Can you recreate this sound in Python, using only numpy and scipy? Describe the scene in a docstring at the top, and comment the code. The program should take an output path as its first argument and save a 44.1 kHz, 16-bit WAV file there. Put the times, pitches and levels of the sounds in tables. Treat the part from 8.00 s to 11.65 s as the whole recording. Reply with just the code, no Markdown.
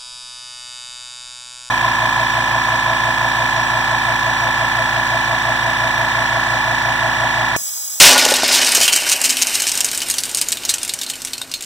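"""Wood pellets poured into a metal can

Wood pellets pour from a chute into a sheet-metal can, close to a microphone that overloads at first.
The dense patter (random taps and short bursts of noise) thins out as the can fills. Louder pellets crack
singly (fading noise) and ring the rim; the wall and floor of the can answer with dying tones.
Faint, low outdoor noise lies underneath.
"""
import sys
import numpy as np
from scipy import signal
from scipy.fft import rfft, irfft, next_fast_len
from scipy.io import wavfile
from scipy.ndimage import uniform_filter1d

SR = 44100
rng = np.random.default_rng(int(sys.argv[2]) if len(sys.argv) > 2 else 0)


def ratio(d):
    """dB to gain"""
    e = np.asarray(d, float) / 20
    return 10 ** e


def store_pcm(level_fs):
    """Save levels as 16-bit WAV."""
    pcm = np.round(np.clip(level_fs, -1, 1) * 32767).astype(np.int16)
    wavfile.write(sys.argv[1], SR, np.atleast_2d(pcm).T)


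N = 160965  # length in samples

# How the pouring goes: (time [s], patter level [dB], can body level [dB], brightness [0-1])
POURING = [(0, 0.5, -8.5, 0.37), (.12, -12.5, -16, 0.1), (.2, -14, -20.5, 0.06), (.31, -15.5, -22.5, 0.4),
           (.41, -19, -28, 0.11), (.55, -14, -26, 0.16), (.8, -18.5, -30.5, 0.4),
           (1.05, -19.5, -33.5, 0.48), (1.4, -21, -38.5, 0.55), (1.8, -22.5, -38.5, 0.52),
           (2.2, -28, -46.5, 0.58), (2.7, -30.5, -42.5, 0.42), (3.1, -33.5, -48.5, 0.53),
           (3.45, -36, -47.5, 0.54), (3.65, -41.5, -59, 0.2)]
# Basic tone colour of a crackling pellet: (frequency [Hz], relative level [dB per Hz])
PELLET_COLOUR = [(290, -36), (500, -23), (1930, -11.5), (3330, -2), (4900, -3.5), (8850, -2), (10200, -0.5),
                 (15500, -1.5)]
PATCHY_DB = 3.5  # typical unevenness of a burst's spectrum
BOUNCE_DB = 3.5  # typical unevenness of a sound's loudness over time


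def evened(x):
    """Scales x to an average strength (rms) of 1."""
    return x / np.sqrt(np.mean(x ** 2) + 1e-20)


def spectrum_at(points, hz):
    """Reads a spectrum table at hz, along a logarithmic frequency scale."""
    table_hz, value = np.transpose(points)
    return np.interp(np.log(hz + 1), np.log(table_hz + 1), value)


def colour(x, points, centre_hz=None):
    """Filters x by a spectrum table, with an extra hump around centre_hz if one is given."""
    hump_db, hump_octaves = 5.5, 0.45
    size = next_fast_len(len(x))
    hz = np.fft.rfftfreq(size, 1 / SR)
    db = spectrum_at(points, hz)
    if centre_hz:
        octaves_away = np.log2((hz + 1) / centre_hz)
        db = db + hump_db * np.exp(-.5 * (octaves_away / hump_octaves) ** 2)
    return irfft(rfft(x, size) * ratio(db), size)[:len(x)]


def curve(rows, column):
    """Draws one column of a table as a line over time, a value per sample."""
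    rows = np.array(rows)
    return np.interp(np.arange(N) / SR, rows[:, 0], rows[:, column])


def taps(per_s, spread_db):
    """Random single-sample impacts, up or down, most of them small and a few large."""
    strength = ratio(spread_db * np.minimum(rng.exponential(1, N), 3))
    happens = rng.random(N) < per_s / SR
    return strength * happens * rng.choice([-1, 1], N)


def lumps(shape, span):
    """Random numbers smoothed twice over span steps of the last axis, rms 1 overall."""
    smooth = uniform_filter1d(rng.standard_normal(shape), span)
    return evened(uniform_filter1d(smooth, span))


def patchy(noises):
    """Gives each row of noise its own uneven spectrum; span is how many frequency bins a patch covers."""
    rows, length = noises.shape
    span = 12 if length == 2048 else 45
    return irfft(rfft(noises) * ratio(PATCHY_DB * lumps((rows, length // 2 + 1), span)))


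def ring(modes, t, change_db):
    """Adds up dying tones, one for each way the metal vibrates, each made louder or softer by change_db."""
    hz, db, t60 = np.transpose(modes)[:, :, None]
    strength = ratio(db + change_db[:, None] - 60 * t / t60)
    return (strength * np.sin(2 * np.pi * hz * t)).sum(0)


def add(mix, s, sound):
    """Mixes a sound in, starting at s seconds."""
    part = mix[round(s * SR):][:len(sound)]
    part += sound[:len(part)]


def patter():
    """Many small pellets in loose clusters: each tap starts one of sixteen rattling noise bursts."""
    # patter on bare metal: (frequency [Hz], relative level [dB per Hz])
    metal_colour = [(180, -14.5), (300, -11), (384, -3.5), (509, -17), (620, -14), (1220, -5.5), (3180, 3),
                    (3940, 4), (5660, 2.5), (8990, -7.5), (15500, -9)]
    # patter on the heap of pellets: (frequency [Hz], relative level [dB per Hz])
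    heap_colour = [(180, -6.5), (300, -10), (1220, -11.5), (2040, -9.5), (3630, 0.5), (4800, -8.5),
                   (8140, 7), (9290, 8.5), (10600, 5.5), (13600, 13), (15500, -42)]
    taps_per_s, spread_db, gaps_db = 1100, 2.5, 1.5
    base_t60_s, t60_octaves = 0.041, .9  # a t60 is the time to fade by 60 dB
    t, kinds = np.arange(2048) / SR, range(16)
    kind = rng.integers(0, len(kinds), N)
    hits = taps(taps_per_s, spread_db) * ratio(gaps_db * lumps(N, span=500))
    bursts = patchy(rng.standard_normal((len(kinds), len(t))))
    t60s = base_t60_s * 2 ** (t60_octaves * np.linspace(-2, 1, len(kinds)))
    rattle = np.zeros(N)
    for k in kinds:
        rattle += signal.oaconvolve(hits * (kind == k), bursts[k] * ratio(-60 * t / t60s[k]))[:N]
    on_heap = np.clip(curve(POURING, 3), 0, 1)
    on_metal = 1 - on_heap
    blend = on_metal * evened(colour(rattle, metal_colour)) + on_heap * evened(colour(rattle, heap_colour))
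    return ratio(curve(POURING, 1)) * blend


def clumps():
    """Pellets landing together: swells of uneven noise that rise more quickly than they fall."""
    # the clumps: (centre time [s], level [dB], half length [s], centre frequency [Hz])
    landings = [(0.03, -1.5, 0.089, 2680), (0.192, -11.5, 0.016, 3020), (0.366, -12.5, 0.0054, 6040),
                (0.548, -8.5, 0.036, 4270), (.67, -11, 0.013, 4940), (0.764, -14, 0.037, 5200),
                (0.827, -19, 0.039, 5000), (0.839, -11.5, 0.034, 4970), (0.892, -12.5, 0.01, 2980),
                (0.933, -6, 0.012, 5700), (0.966, -12.5, 0.017, 5970), (1.012, -19, 0.015, 3100),
                (1.098, -11.5, 0.01, 5000), (1.123, -8.5, 0.015, 5960), (1.251, -10.5, 0.02, 6300),
                (1.3, -13.5, 0.01, 5700), (1.425, -6, 0.0095, 5400), (1.548, -16, 0.013, 5960),
                (1.685, -15, 0.018, 5840), (2.382, -17, 0.015, 5960), (2.424, -18, 0.0056, 8050),
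                (2.528, -11.5, 0.0061, 4740), (2.701, -12, 0.016, 7500), (3.036, -24, 0.018, 3700),
                (3.101, -20.5, 0.014, 7700), (3.64, -27, .008, 4000)]
    out = np.zeros(N)
    crackle = ratio(BOUNCE_DB * lumps(N, span=40)) * rng.standard_normal(N)
    for s, db, half, hz in landings:
        first = max(round((s - 2 * half) * SR), 0)
        last = min(round((s + 3 * half) * SR), N)
        at = np.arange(first, last)
        swell = np.exp(-((at / SR - s) / half) ** 2 * np.where(at / SR < s, 2, 1))
        add(out, at[0] / SR, ratio(db) * swell * evened(colour(crackle[at], PELLET_COLOUR, hz)))
    return out


def wall(impacts):
    """The upper can wall: every impact sets off the same dying tones, strongest while it is half full."""
    # tones of the upper wall: (frequency [Hz], relative level [dB], t60 [s])
    wall_modes = [(2310, -5, .06), (2538, -5, .1), (2785, -2, .08), (2990, -4, .04), (3080, 0, .06),
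                  (3330, -7, .04)]
    # how strongly the wall answers the impacts: (time [s], level [dB])
    wall_share = [(0, -16), (.6, -15), (.9, -8), (1.5, -11), (2.2, -16), (3.65, -15)]
    tones = ring(wall_modes, np.arange(SR // 4) / SR, np.zeros(len(wall_modes)))
    drive = impacts * ratio(curve(wall_share, 1))
    return signal.oaconvolve(drive, tones / np.linalg.norm(tones))[:N]


def body():
    """The stream drums the can at six spots, each with its own mix of tones; the lowest tone booms on."""
    # tones of the can body: (frequency [Hz], relative level [dB], t60 [s])
    body_modes = [(416, -15, 0.087), (514.5, -11, 0.037), (587.6, -1.5, 0.038), (630, -4.5, 0.072),
                  (684, -5.5, 0.088), (760, -4, 0.047), (833, 0.5, 0.018), (949, -5, 0.057),
                  (1134, -11.5, 0.11), (1454, -5, 0.066), (1831, 1.5, 0.027)]
    # loudness of the lowest can tone: (time [s], level [dB])
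    boom_level = [(0, -49), (.04, -32), (.12, -26.5), (.35, -34.5), (.85, -39), (.9, -45.5), (1.2, -46.5),
                  (1.3, -37), (1.43, -42), (1.5, -46.5), (2.3, -50.5), (3.5, -48.5), (3.65, -73)]
    taps_per_s, spread_db, rise_s = 550, 3.5, 0.0021
    boom_hz, boom_t60_s = 261, .5
    t, spots = np.arange(SR // 3) / SR, range(6)
    spot, hits = rng.integers(0, len(spots), N), taps(taps_per_s, spread_db)
    drumming = np.zeros(N)
    for k in spots:
        tones = ring(body_modes, t, 3 * rng.standard_normal(len(body_modes)))
        drumming += signal.oaconvolve(hits * (spot == k), np.minimum(t / rise_s, 1) * tones)[:N]
    boom = signal.oaconvolve(hits, ring([(boom_hz, 0, boom_t60_s)], t, np.zeros(1)))[:N]
    # even out the boom's own ups and downs, so that the table sets its loudness
    boom = boom / np.sqrt(uniform_filter1d(boom ** 2, 1500) + 0.048 * np.mean(boom ** 2))
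    return ratio(curve(POURING, 2)) * evened(drumming) + ratio(curve(boom_level, 1)) * boom


def hum():
    """Distant low outdoor noise: filtered noise, slightly wide, swelling slowly."""
    # tone colour of the outdoor noise: (frequency [Hz], relative level [dB per Hz])
    hum_colour = [(12, -38), (20, 5), (48, -4), (96, 2.5), (181, 1.5), (270, -5), (335, -0.5), (566, -8),
                  (1250, -10), (1500, -4), (1950, -26), (3300, -120)]
    # slow swelling: (time [s], level [dB])
    hum_swell = [(0, 7.5), (1.3, -4), (2.1, 3), (3, 0), (3.65, -3)]
    base_db, side_db = -42.5, -25  # side: the left-right difference against the middle
    mid, side = (evened(colour(noise, hum_colour)) for noise in rng.standard_normal((2, N)))
    return ratio(base_db + curve(hum_swell, 1)) * (mid + ratio(side_db) * side * np.array([[1], [-1]]))


def cracks():
    """Each loud pellet: a sharp burst of patchy noise, uneven bounces on the heap and a ring of the rim."""
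    # the loud pellets: (time [s], relative level [dB], centre frequency [Hz], rim ring level [dB])
    loud_pellets = [(0.1789, 4, 3280, -1.5), (0.251, 3, 5040, -12), (0.315, -22, 2720, -21),
                    (0.3394, 2, 3280, -2.5), (0.434, -7, 2370, -18), (0.4796, -1, 3030, -25.5),
                    (0.528, -1, 5060, -8), (0.6468, -2, 5800, -18), (0.69, -1.5, 4800, -2),
                    (0.7193, 2, 8250, -15), (0.7492, 7.5, 5560, -36), (0.812, 1, 4500, -14),
                    (0.8675, -6, 2980, -18), (0.879, 3.5, 3100, -20), (0.927, -19, 8310, -15),
                    (0.961, 1.5, 7300, -14), (1.0889, -4.5, 6000, -21), (1.2151, -0.5, 8750, -21),
                    (1.2484, 1.5, 6550, -15), (1.294, -4, 6340, -13), (1.3039, 2, 5800, -18),
                    (1.369, -1, 3170, -18), (1.4233, -18, 6200, -23), (1.47, -2.5, 6570, -16),
                    (1.535, -13, 2560, -21), (1.5525, 1, 5700, -19), (1.5998, -2, 6480, -18),
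                    (1.6199, -2, 6510, -10), (1.6678, -4.5, 5930, -15), (1.717, -3, 6460, -25),
                    (1.753, -7, 6550, -18), (1.7747, -3.5, 6250, -14), (1.8054, 1, 6200, -10),
                    (1.8447, 0.5, 7210, -29), (1.886, -10.5, 6050, -22), (1.9143, -6, 6380, -20),
                    (1.948, -5, 9000, -34), (1.9752, -4.5, 7510, -32), (2.004, -10, 4310, -18),
                    (2.018, -4, 7550, -7), (2.0857, -9, 7160, -20), (2.0996, 0.5, 7200, -30),
                    (2.1108, -3.5, 8540, -26), (2.14, -4, 8400, -22), (2.1831, 0.5, 4800, -23),
                    (2.2034, -7.5, 8790, -25), (2.2355, -4, 6960, -22), (2.254, -7, 8980, -24),
                    (2.294, -10.5, 8970, -25), (2.3131, -13, 7890, -21), (2.3473, 0, 8160, -22),
                    (2.372, -8, 9040, -18), (2.414, 0, 8970, -26), (2.486, -4, 8800, -35),
                    (2.5196, 0, 8550, -13), (2.571, -11, 2850, 0), (2.635, -14, 3080, -20),
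                    (2.651, -3.5, 5100, -3), (2.6927, -3.5, 3880, 0), (2.7395, -0.5, 6560, -30),
                    (2.774, -28, 2300, -20), (2.7828, -11, 8690, -22), (2.815, -20, 6350, -18),
                    (2.8308, -4, 7400, -28), (2.8487, -8, 8500, -16), (2.8784, -11, 8500, -20),
                    (2.8931, -4.5, 4000, -4), (2.9372, -5.5, 7140, -12), (2.989, -12, 8100, 3),
                    (3.0137, -5.5, 3960, -8), (3.064, -14, 4180, 5), (3.0991, -7.5, 3930, -1),
                    (3.1353, -15, 2800, -15), (3.155, -15, 8070, -18), (3.2185, -13, 5670, -15),
                    (3.249, -6, 8600, -22), (3.272, -14.5, 3670, -1.5), (3.3334, -7.5, 4060, -5),
                    (3.3803, -13, 4500, -20), (3.4159, -11, 2770, 5), (3.4945, -24, 4500, -20),
                    (3.515, -12.5, 5160, 6), (3.5387, -5.5, 4200, 3.5), (3.6076, -14.5, 2820, -12),
                    (3.6235, -12, 7640, -12)]
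    # tones of the rim: (frequency [Hz], relative level [dB], t60 [s])
    rim_modes = [(3600, -7, .04), (3700, -1, .06), (4086, -7, .12), (4323, -9, .12), (5050, -6, .04)]
    tick_db, tick_t60_s, crack_t60_s = 1, .005, .034
    tail_db, tail_t60_s, rise_s = -10.5, 0.17, 0.00035
    rim_detune, rim_db_per_octave = .008, 40  # rim tones far from a pellet's centre ring less
    out, t = np.zeros(N), np.arange(8192) / SR
    noises = patchy(rng.standard_normal((len(loud_pellets), len(t))))
    bounces = ratio(BOUNCE_DB * lumps(noises.shape, span=60))
    scatters = rng.standard_normal((len(loud_pellets), len(rim_modes) + 1))
    for (s, db, hz, rim_db), noise, bounce, scatter in zip(loud_pellets, noises, bounces, scatters):
        tick = ratio(tick_db - 60 * t / tick_t60_s)
        tail = bounce * ratio(tail_db - 60 * t / tail_t60_s)
        fade = tick + ratio(-60 * t / crack_t60_s) + tail
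        far_db = rim_db_per_octave * abs(np.log2(np.array(rim_modes)[:, 0] / hz))
        rim_change_db = 3 * scatter[1:] - far_db + far_db.min()
        rim = ring(rim_modes, t * (1 + rim_detune * scatter[0]), rim_change_db)
        burst = evened(colour(noise, PELLET_COLOUR, hz)) * fade + ratio(rim_db) * rim
        add(out, s, ratio(db - 10.5) * np.minimum(t / rise_s, 1) * burst)
    return out


def knocks():
    """Hollow thumps on the can floor: a short tone with five softer ones scattered around its pitch."""
    # the knocks: (time [s], relative level [dB], centre frequency [Hz])
    floor_hits = [(0.262, -9, 630), (0.319, -10, 594), (0.433, -5, 664), (0.778, -12.5, 660),
                  (0.809, -16.5, 697), (0.879, -10.5, 1550), (1.416, -21, 1800), (2.185, -26, 1680),
                  (3.415, -18, 1490)]
    t60_cycles, spread_octaves, rise_s = 21, 0.52, 0.0011
    out, t = np.zeros(N), np.arange(3000) / SR
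    for (s, db, hz), row in zip(floor_hits, rng.standard_normal((len(floor_hits), 5))):
        around_hz = hz * 2 ** (spread_octaves * row[:, None])
        thump = np.sin(2 * np.pi * hz * t) + .5 * np.sin(2 * np.pi * around_hz * t).sum(0)
        fade = ratio(db - 2.5 - 60 * t * hz / t60_cycles)
        add(out, s, fade * np.minimum(t / rise_s, 1) * thump)
    return out


def scene():
    """All sources together; the landing pellets also drive the wall."""
    impacts = patter() + clumps() + cracks()
    return impacts + wall(impacts) + body() + knocks() + hum()


def low_pass(x):
    """Removes everything above the highest recorded frequency."""
    return signal.sosfilt(signal.butter(12, 15660, fs=SR, output="sos"), x)


def record(dry):
    """The microphone colours the sound and flattens any peak beyond full scale."""
    # microphone response: (frequency [Hz], level [dB])
    mic_response = [(20, -5), (120, -5), (190, -7), (240, -0.5), (9300, 2), (10000, -7.5), (13600, -7),
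                    (14300, -15.5), (15700, -13), (16200, -40)]
    heard = np.array([colour(side, mic_response) for side in dry])
    overloaded = np.clip(heard, -1, 1)
    return low_pass(overloaded)


dry = scene()
out = record(dry)
store_pcm(out)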